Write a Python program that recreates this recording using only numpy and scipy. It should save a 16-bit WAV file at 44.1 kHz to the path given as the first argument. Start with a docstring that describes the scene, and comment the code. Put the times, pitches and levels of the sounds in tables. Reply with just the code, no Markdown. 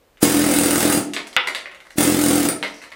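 """Air hammer on a plastered stone wall

An air hammer chisels the wall in two short bursts, in a bare room with a beamed ceiling.
Each stroke excites resonators: an exhaust pop, a thud of wall and beams, the ringing steel chisel.
Noise shaped by the strokes gives the crunch of stone and the hiss of air past the valve.
Mostly between bursts, chips drop: each a damped knock with scattered noise, amid random ticks of grit.
Echo, faint room noise and a hum surround this; gain control and overload shape the sum."""
import sys
import numpy as np
from scipy import signal
from scipy.fft import rfft, irfft
from scipy.io import wavfile
from scipy.ndimage import uniform_filter1d

SR = 44100
rng = np.random.default_rng(int(sys.argv[2]) if len(sys.argv) > 2 else 0)


def generate_wav(signal):
    """Clip the signal to [-1, 1] and save it as 16-bit WAV at the path in sys.argv[1]."""
    frames = np.transpose(np.atleast_2d(signal))
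    scaled = np.clip(frames, -1, 1) * 32767
    pcm = np.round(scaled).astype(np.int16)
    wavfile.write(sys.argv[1], SR, pcm)


N = 130095

# Hammer bursts, one list each: [t/s, stroke rate/Hz, pop level/dB, blow level/dB, hiss level/dB]
BURSTS = [
    [(.2285, 43.7, -4, -10.5, -17), (.26, 43.6, -13.5, -18, -20.5), (.4, 42.0, -13, -18, -24.5),
     (.5, 40.9, -14.5, -18, -24), (.78, 41.3, -14, -15.5, -24), (.86, 42.3, -12.5, -21.5, -22.5),
     (.94, 41.0, -15.5, -13.5, -23.5), (.98, 33.3, -13, -21, -28.5), (1.012, 37, -23.5, -47, -40)],
    [(1.982, 42.0, -10, -13, -23), (2.02, 43.8, -12.5, -14.5, -20.5), (2.1, 43.3, -11.5, -20.5, -24.5),
     (2.22, 43.0, -15.5, -16.5, -26), (2.34, 42.0, -12, -20.5, -23), (2.445, 40.1, -17.5, -16, -25.5),
     (2.46, 29, -10, -15, -28), (2.49, 32.0, -25, -16.5, -54), (2.535, 36.7, -17.5, -58, -48)],
]
# Piston stirring as the valve opens: [t/s, pop level/dB]
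VALVE_OPENING = [(0.208, -51), (1.957, -36.5)]
# Resonances of wall and beams: [f/Hz, level/dB, T60/s]
WALL_MODES = [(166.5, -44, 0.039), (219.7, -19, .12), (262.4, -19, 0.051), (294.6, -7.5, 0.12),
              (330.5, -7.5, 0.084), (387, -14, 0.12), (473, -15.5, 0.16), (590, -23, 0.033)]
# Frequencies of the chisel's steel modes: [f/Hz]
CHISEL_HZ = [1310, 2130, 4800, 9300, 8450, 9200, 9290, 12900, 14800, 15490]
# Strength and decay of those modes, in the same order: [level/dB, T60/s]
CHISEL_DECAYS = [(-18, 0.061), (-17, 0.036), (-18, 0.048), (0, 0.0055), (-8, 0.033), (-17, 0.025),
                 (-7, 0.054), (-16, 0.046), (-22, 0.064), (-19, 0.061)]
# Spectrum of the escaping air, also used for the crunch: [f/Hz, relative level/dB]
AIR_SPECTRUM = [(290, -38), (500, 3), (530, -6), (773, -4.5), (1050, -15.5), (1320, -7.5), (2360, -12),
                (5310, -14.5), (9220, -10), (14000, -17.5), (16000, -9.5)]
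# Chips landing: [t/s, level/dB, ring f/Hz, treble level/dB, scatter decay/s, scatter level/dB,
# echo send level/dB]; treble and scatter are relative to the chip, the send to its direct sound
CHIPS = [(0.1716, -42, 2220, -22, .01, -10, 0), (1.1352, -17.5, 2820, -13, 0.0084, -11, 1),
         (1.1646, -14.5, 2530, -29, .012, -4.5, -2.5), (1.27, -30.5, 2100, -10, .012, -10, -4),
         (1.3289, -30, 3200, -17, 0.0085, -12, -1.5), (1.3648, 4, 2130, -51, 0.0098, -14.5, -2.5),
         (1.472, -14.5, 2090, -15, 0.012, -4, -3), (1.548, -12.5, 2770, -20.5, 0.012, -8, -2),
         (1.6572, -23.5, 1690, -34, 0.0075, -6.5, -1.5), (1.714, -32, 2080, -25, 0.0072, -8.5, 0.5),
         (1.747, -32.5, 2120, -21, 0.0088, -9, -1), (1.803, -35, 2220, -21.5, 0.011, -7.5, -1.5),
         (1.852, -35.5, 1320, -27.5, 0.0068, -16, -1), (1.8665, -37.5, 1040, -22, 0.0072, -4, -13),
         (1.9048, -38, 1250, -12.5, 0.0092, -2.5, -6), (2.6271, -12.5, 2430, -26, .015, -5.5, -1.5),
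         (2.8167, -29, 1620, -25, 0.018, -8, 1.5), (2.8386, -29, 1780, -24, 0.0081, -9.5, -3),
         (2.918, -29, 1950, -26, 0.014, -3, -5)]
# Modes of a chip: [multiple of its ring frequency/1, level/dB]
CHIP_MODES = [(.4, -11), (.65, -4.5), (1, -2), (1.3, -1.5), (1.65, -5)]
# Spectrum of stone scatter: [f/Hz, relative level/dB]
STONE_SPECTRUM = [(150, -61), (250, -17.5), (696, -5), (850, -11), (933, -7.5), (1670, -6.5), (1990, 4),
                  (2370, -7.5), (3430, -14), (6000, -5.5), (7800, -47), (13200, -120)]
# Fine grit: [t/s, level/dB]
GRIT_LEVELS = [(1.0, -70), (1.15, -56.5), (1.5, -53), (1.7, -69.5), (1.95, -57), (2.55, -60), (2.7, -47),
               (2.95, -61)]
# Reverberation of the room: [f/Hz, T60/s]
ROOM_T60 = [(100, 0.36), (300, 0.67), (1000, 0.36), (3000, 0.31), (8000, .3), (16000, 0.12)]
# Spectrum of the room noise: [f/Hz, relative level/dB]
FLOOR_SPECTRUM = [(18, -32), (30, 13), (112, -22.5), (170, -22), (499, -20), (540, -23), (889, -26.5),
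                  (11700, -43.5), (14800, -39), (16000, -72)]

VALVE_LEAD_S, VALVE_RISE_DB = .024, 37.5  # air rushes in before the first stroke
JITTER_S, STROKE_SPREAD_DB = .0005, 2.5  # standard deviations; pops take half the level spread
POP_HZ, POP_T60_S = 285, .021
BLOW_LAG_S = .002  # blow after pop
MODE_SPREAD_DB = 3.0  # standard deviation of each steel mode, from blow to blow
CRUNCH_DB, CRUNCH_DECAY_S = 4.5, .0017  # stone breaking under the tip
HISS_GATE = .78  # depth to which the hiss puffs with each stroke

CHIP_RING_DB, CHIP_RING_T60_S, CHIP_TOP_HZ = .5, .0075, 4640
RATTLES_PER_S, RATTLE_DECAY_S = 600, .0015  # small contacts within the scatter
GRIT_PER_S, SNAP_DB = 430, -9  # snap: treble noise in the grit

ROOM_DB, ROOM_GAP_S, POP_ROOM_DB = 1, .003, -7.5
TURN_HZ = 3.0  # rate at which the sound turns between two echoes, evening out their colour
WIDTH_DB = -32.5
FLOOR_DB, HUM_HZ, HUM_DB = -48, 542.5, -64

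BASS_CUT_HZ, CUTOFF_HZ, FULL_SCALE = 109, 16350, .85
GAIN_KNEE_DB, GAIN_SHARE = -20, .23  # dB of reduction per dB above the knee
GAIN_ATTACK_S, GAIN_RELEASE_DB_PER_S = .018, 81  # release of the held level


def amp(db):
    """Decibel law: a level becomes an amplitude ratio."""
    return 10 ** (np.asarray(db) / 20)


def rms_one(x):
    """Normalisation of power: the effective value becomes one."""
    return x / np.sqrt(np.mean(x ** 2) + 1e-20)


def at_hz(points, hz):
    """Logarithmic pitch scale: table values are interpolated over log frequency."""
    table = np.array(points)
    return np.interp(np.log(np.maximum(hz, 1)), np.log(table[:, 0]), table[:, 1])


def colour(x, spectrum):
    """Linear filtering: a spectrum weights the sound, falling away below its lowest point."""
    hz = np.arange(len(x) // 2 + 1) * SR / len(x)
    low_edge = 1 / (1 + (spectrum[0][0] / np.maximum(hz, 1)) ** 4)
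    return irfft(rfft(x) * amp(at_hz(spectrum, hz)) * low_edge, len(x))


def ring(clicks, hz, t60):
    """Damped resonance: each unit click starts a decaying sine of initial height one."""
    radius, angle = amp(-60 / (t60 * SR)), 2 * np.pi * hz / SR
    feedback = [1, -2 * radius * np.cos(angle), radius * radius]
    return signal.lfilter([0, np.sin(angle)], feedback, clicks + 1e-18)


def fade(clicks, seconds):
    """Exponential relaxation: each click becomes an envelope with this time constant."""
    return signal.lfilter([1], [1, -np.exp(-1 / (seconds * SR))], clicks + 1e-18)


def strokes():
    """Phase accumulation: the integral of the running rate times the pops, blows and hiss puffs."""
    t = np.arange(N) / SR
    pops, blows, hiss_level = np.zeros((3, N))
    for rows in BURSTS:
        s, rate, pop_db, blow_db, hiss_db = np.transpose(rows)
        on = (t >= s[0]) & (t <= s[-1])
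        turns = np.cumsum(np.interp(t, s, rate) * on) / SR
        count = int(turns[-1]) + 1
        luck = rng.standard_normal((count, 3))
        luck[0] = 0  # the first stroke is exact
        when = np.interp(np.arange(count), turns[on], t[on]) + JITTER_S * luck[:, 0]
        at = (when * SR).astype(int)
        pops[at] = amp(np.interp(when, s, pop_db) + .5 * STROKE_SPREAD_DB * luck[:, 1])
        blow_at = at + int(BLOW_LAG_S * SR)
        blows[blow_at] = amp(np.interp(when, s, blow_db) + STROKE_SPREAD_DB * luck[:, 2])
        rise_db = -VALVE_RISE_DB * np.clip((s[0] - t) / VALVE_LEAD_S, 0, 1)
        puffs = 1 + HISS_GATE * np.cos(2 * np.pi * (turns - .1))
        flowing = (t > s[0] - VALVE_LEAD_S) & (t <= s[-1])
        hiss_level += amp(np.interp(t, s, hiss_db) + rise_db) * puffs * flowing
    for s, db in VALVE_OPENING:
        pops[int(s * SR)] = amp(db)
    return pops, blows, hiss_level


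def exhaust_and_wall(pops):
    """Forced resonance: a short pressure pulse excites the exhaust pop and the modes of wall and beams."""
    pulses = signal.lfilter(-np.hanning(60) / 30, 1, pops)
    sound = amp(3.0) * ring(pulses, POP_HZ, POP_T60_S)
    for hz, db, t60 in WALL_MODES:
        # each mode's excitation varies in steps of 512 samples
        variation_db = 1.8 * np.repeat(rng.standard_normal(N // 512 + 1), 512)[:N]
        sound = sound + amp(db) * ring(pulses * amp(variation_db), hz, t60)
    return sound


def chisel(blows):
    """Modal superposition: each blow sets the steel modes ringing with random strength and sign."""
    steel = np.zeros(N)
    for hz, (db, t60) in zip(CHISEL_HZ, CHISEL_DECAYS):
        strength = amp(MODE_SPREAD_DB * rng.standard_normal(N)) * rng.choice([-1, 1], N)
        steel += amp(db) * ring(blows * strength, hz, t60)
    return steel


def crunch(blows):
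    """Fracture noise: each blow releases a short, exponentially dying noise burst."""
    noise = rms_one(colour(rng.standard_normal(N), AIR_SPECTRUM))
    return amp(CRUNCH_DB) * fade(blows, CRUNCH_DECAY_S) * noise


def air_hiss(hiss_level):
    """Turbulence noise: coloured noise is amplitude-modulated by the puffing flow."""
    return hiss_level * rms_one(colour(rng.standard_normal(N), AIR_SPECTRUM))


def hammer():
    """Common excitation: one stroke sequence drives the pop and thud, and the steel, crunch and hiss."""
    pops, blows, hiss_level = strokes()
    return exhaust_and_wall(pops), chisel(blows) + crunch(blows) + air_hiss(hiss_level)


def band_noise(low_hz, high_hz, noise):
    """Band limitation: a second-order Butterworth design passes one range of frequencies."""
    sos = signal.butter(2, [low_hz, high_hz], "band", fs=SR, output="sos")
    return signal.sosfilt(sos, noise)


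def grit(body, bright):
    """Poisson process: random ticks of uneven height gate the noise of stone and its treble snap."""
    s, db = np.transpose(GRIT_LEVELS)
    ticks = (rng.random(N) < GRIT_PER_S / SR) * amp(2.78 * rng.exponential(1, N))
    noise = rms_one(fade(ticks, .0023) * (body + amp(SNAP_DB) * bright))
    return amp(np.interp(np.arange(N) / SR, s, db, left=-120)) * noise


def chips():
    """Impact and scatter: a knock rings damped modes, and small contacts roughen a dying noise."""
    body = rms_one(colour(rng.standard_normal(N), STONE_SPECTRUM))
    bright = rms_one(band_noise(4500, 10500, rng.standard_normal(N)))
    contacts = (rng.random(N) < RATTLES_PER_S / SR) * rng.exponential(1, N)
    rattle = rms_one(.84 + fade(contacts, RATTLE_DECAY_S))
    rough = rattle * body
    low, high = np.zeros((2, 2, N + SR))  # rows of each: heard directly, sent round the room
    span = np.arange(4000)
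    for s, db, hz, treble_db, scatter_s, scatter_db, echo_db in CHIPS:
        at = int(s * SR) + span
        decay = amp(db) * np.exp(-span / (scatter_s * SR))
        knock = amp(db + CHIP_RING_DB) * (span == 0)
        rings = np.zeros(len(span))
        for k, (ratio, mode_db) in enumerate(CHIP_MODES):
            rings += (-1) ** k * amp(mode_db) * ring(knock, ratio * hz, CHIP_RING_T60_S)
        onset = 1 - np.exp(-span / 40)
        scatter = amp(scatter_db) * decay * onset * rough[at % N]
        direct_and_sent = amp([[0], [echo_db]])
        low[:, at] += direct_and_sent * (scatter + rings)
        high[:, at] += direct_and_sent * amp(treble_db) * decay * bright[at % N]
    dull = signal.butter(10, CHIP_TOP_HZ, fs=SR, output="sos")
    return signal.sosfilt(dull, low[:, :N]) + high[:, :N] + grit(body, bright)


def room(x):
    """Diffuse reverberation: half-octave noise bands decay at their own rates in two unrelated tails."""
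    t = np.arange(SR // 2) / SR
    edges = 60 * 2 ** np.arange(0, 8.6, .5)
    white = rng.standard_normal((2, 2, len(t)))
    tail = np.zeros((2, len(t)))
    for k, (low, high) in enumerate(zip(edges, edges[1:])):
        t60 = at_hz(ROOM_T60, np.sqrt(low * high))
        tail += band_noise(low, high, white[k % 2]) * amp(-60 * t / t60)
    tail *= np.clip(t / ROOM_GAP_S - .5, 0, 1)  # silence, then a ramp
    tail /= np.sqrt(np.sum(tail ** 2, axis=1, keepdims=True))
    return signal.fftconvolve(x[None], tail, axes=1)[:, :N]


def background():
    """Stationary noise: a faint coloured floor and a distant hum, a resonator driven by noise."""
    floor = amp(FLOOR_DB) * rms_one(colour(rng.standard_normal(N), FLOOR_SPECTRUM))
    hum = amp(HUM_DB) * rms_one(ring(rng.standard_normal(N), HUM_HZ, .37))
    return floor + hum


def scene():
    """Superposition: all sounds add; a faint noise, opposite in the two channels, widens the nearly mono sound."""
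    pop, rest = hammer()
    fallen, fallen_sent = chips()
    sent = rest + fallen_sent
    turn = 2 * np.pi * TURN_HZ * np.arange(N) / SR
    # the sound turns between two unrelated echoes; the pop feeds only the first
    first_tails = room(sent * np.cos(turn) + amp(POP_ROOM_DB) * pop)
    second_tails = room(sent * np.sin(turn))
    echo, widening = amp(ROOM_DB) * (first_tails + second_tails)
    centre = pop + rest + fallen + echo + background()
    return centre + amp(WIDTH_DB) * widening * np.array([[1], [-1]])


def record(dry):
    """Dynamic compression: after a bass cut, gain falls late on loud sound; then clipping and top cut."""
    bass_cut = signal.butter(2, BASS_CUT_HZ, "high", fs=SR, output="sos")
    x = signal.sosfilt(bass_cut, dry)
    power = uniform_filter1d(np.mean(x ** 2, axis=0), size=128)
    level_db = 10 * np.log10(power + 1e-12)
    # peaks of the level are held, sinking at the release rate
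    ramp = GAIN_RELEASE_DB_PER_S * np.arange(N) / SR
    held_db = np.maximum.accumulate(level_db + ramp) - ramp
    over_db = np.maximum(held_db - GAIN_KNEE_DB, 0)
    keep = np.exp(-1 / (GAIN_ATTACK_S * SR))
    late_over_db = signal.lfilter([1 - keep], [1, -keep], over_db)
    x = x * amp(-GAIN_SHARE * late_over_db)
    overloaded = np.clip(x, -FULL_SCALE, FULL_SCALE)
    top_cut = signal.cheby2(22, 70, CUTOFF_HZ, fs=SR, output="sos")
    return signal.sosfilt(top_cut, overloaded)


dry = scene()
out = record(dry)
generate_wav(out)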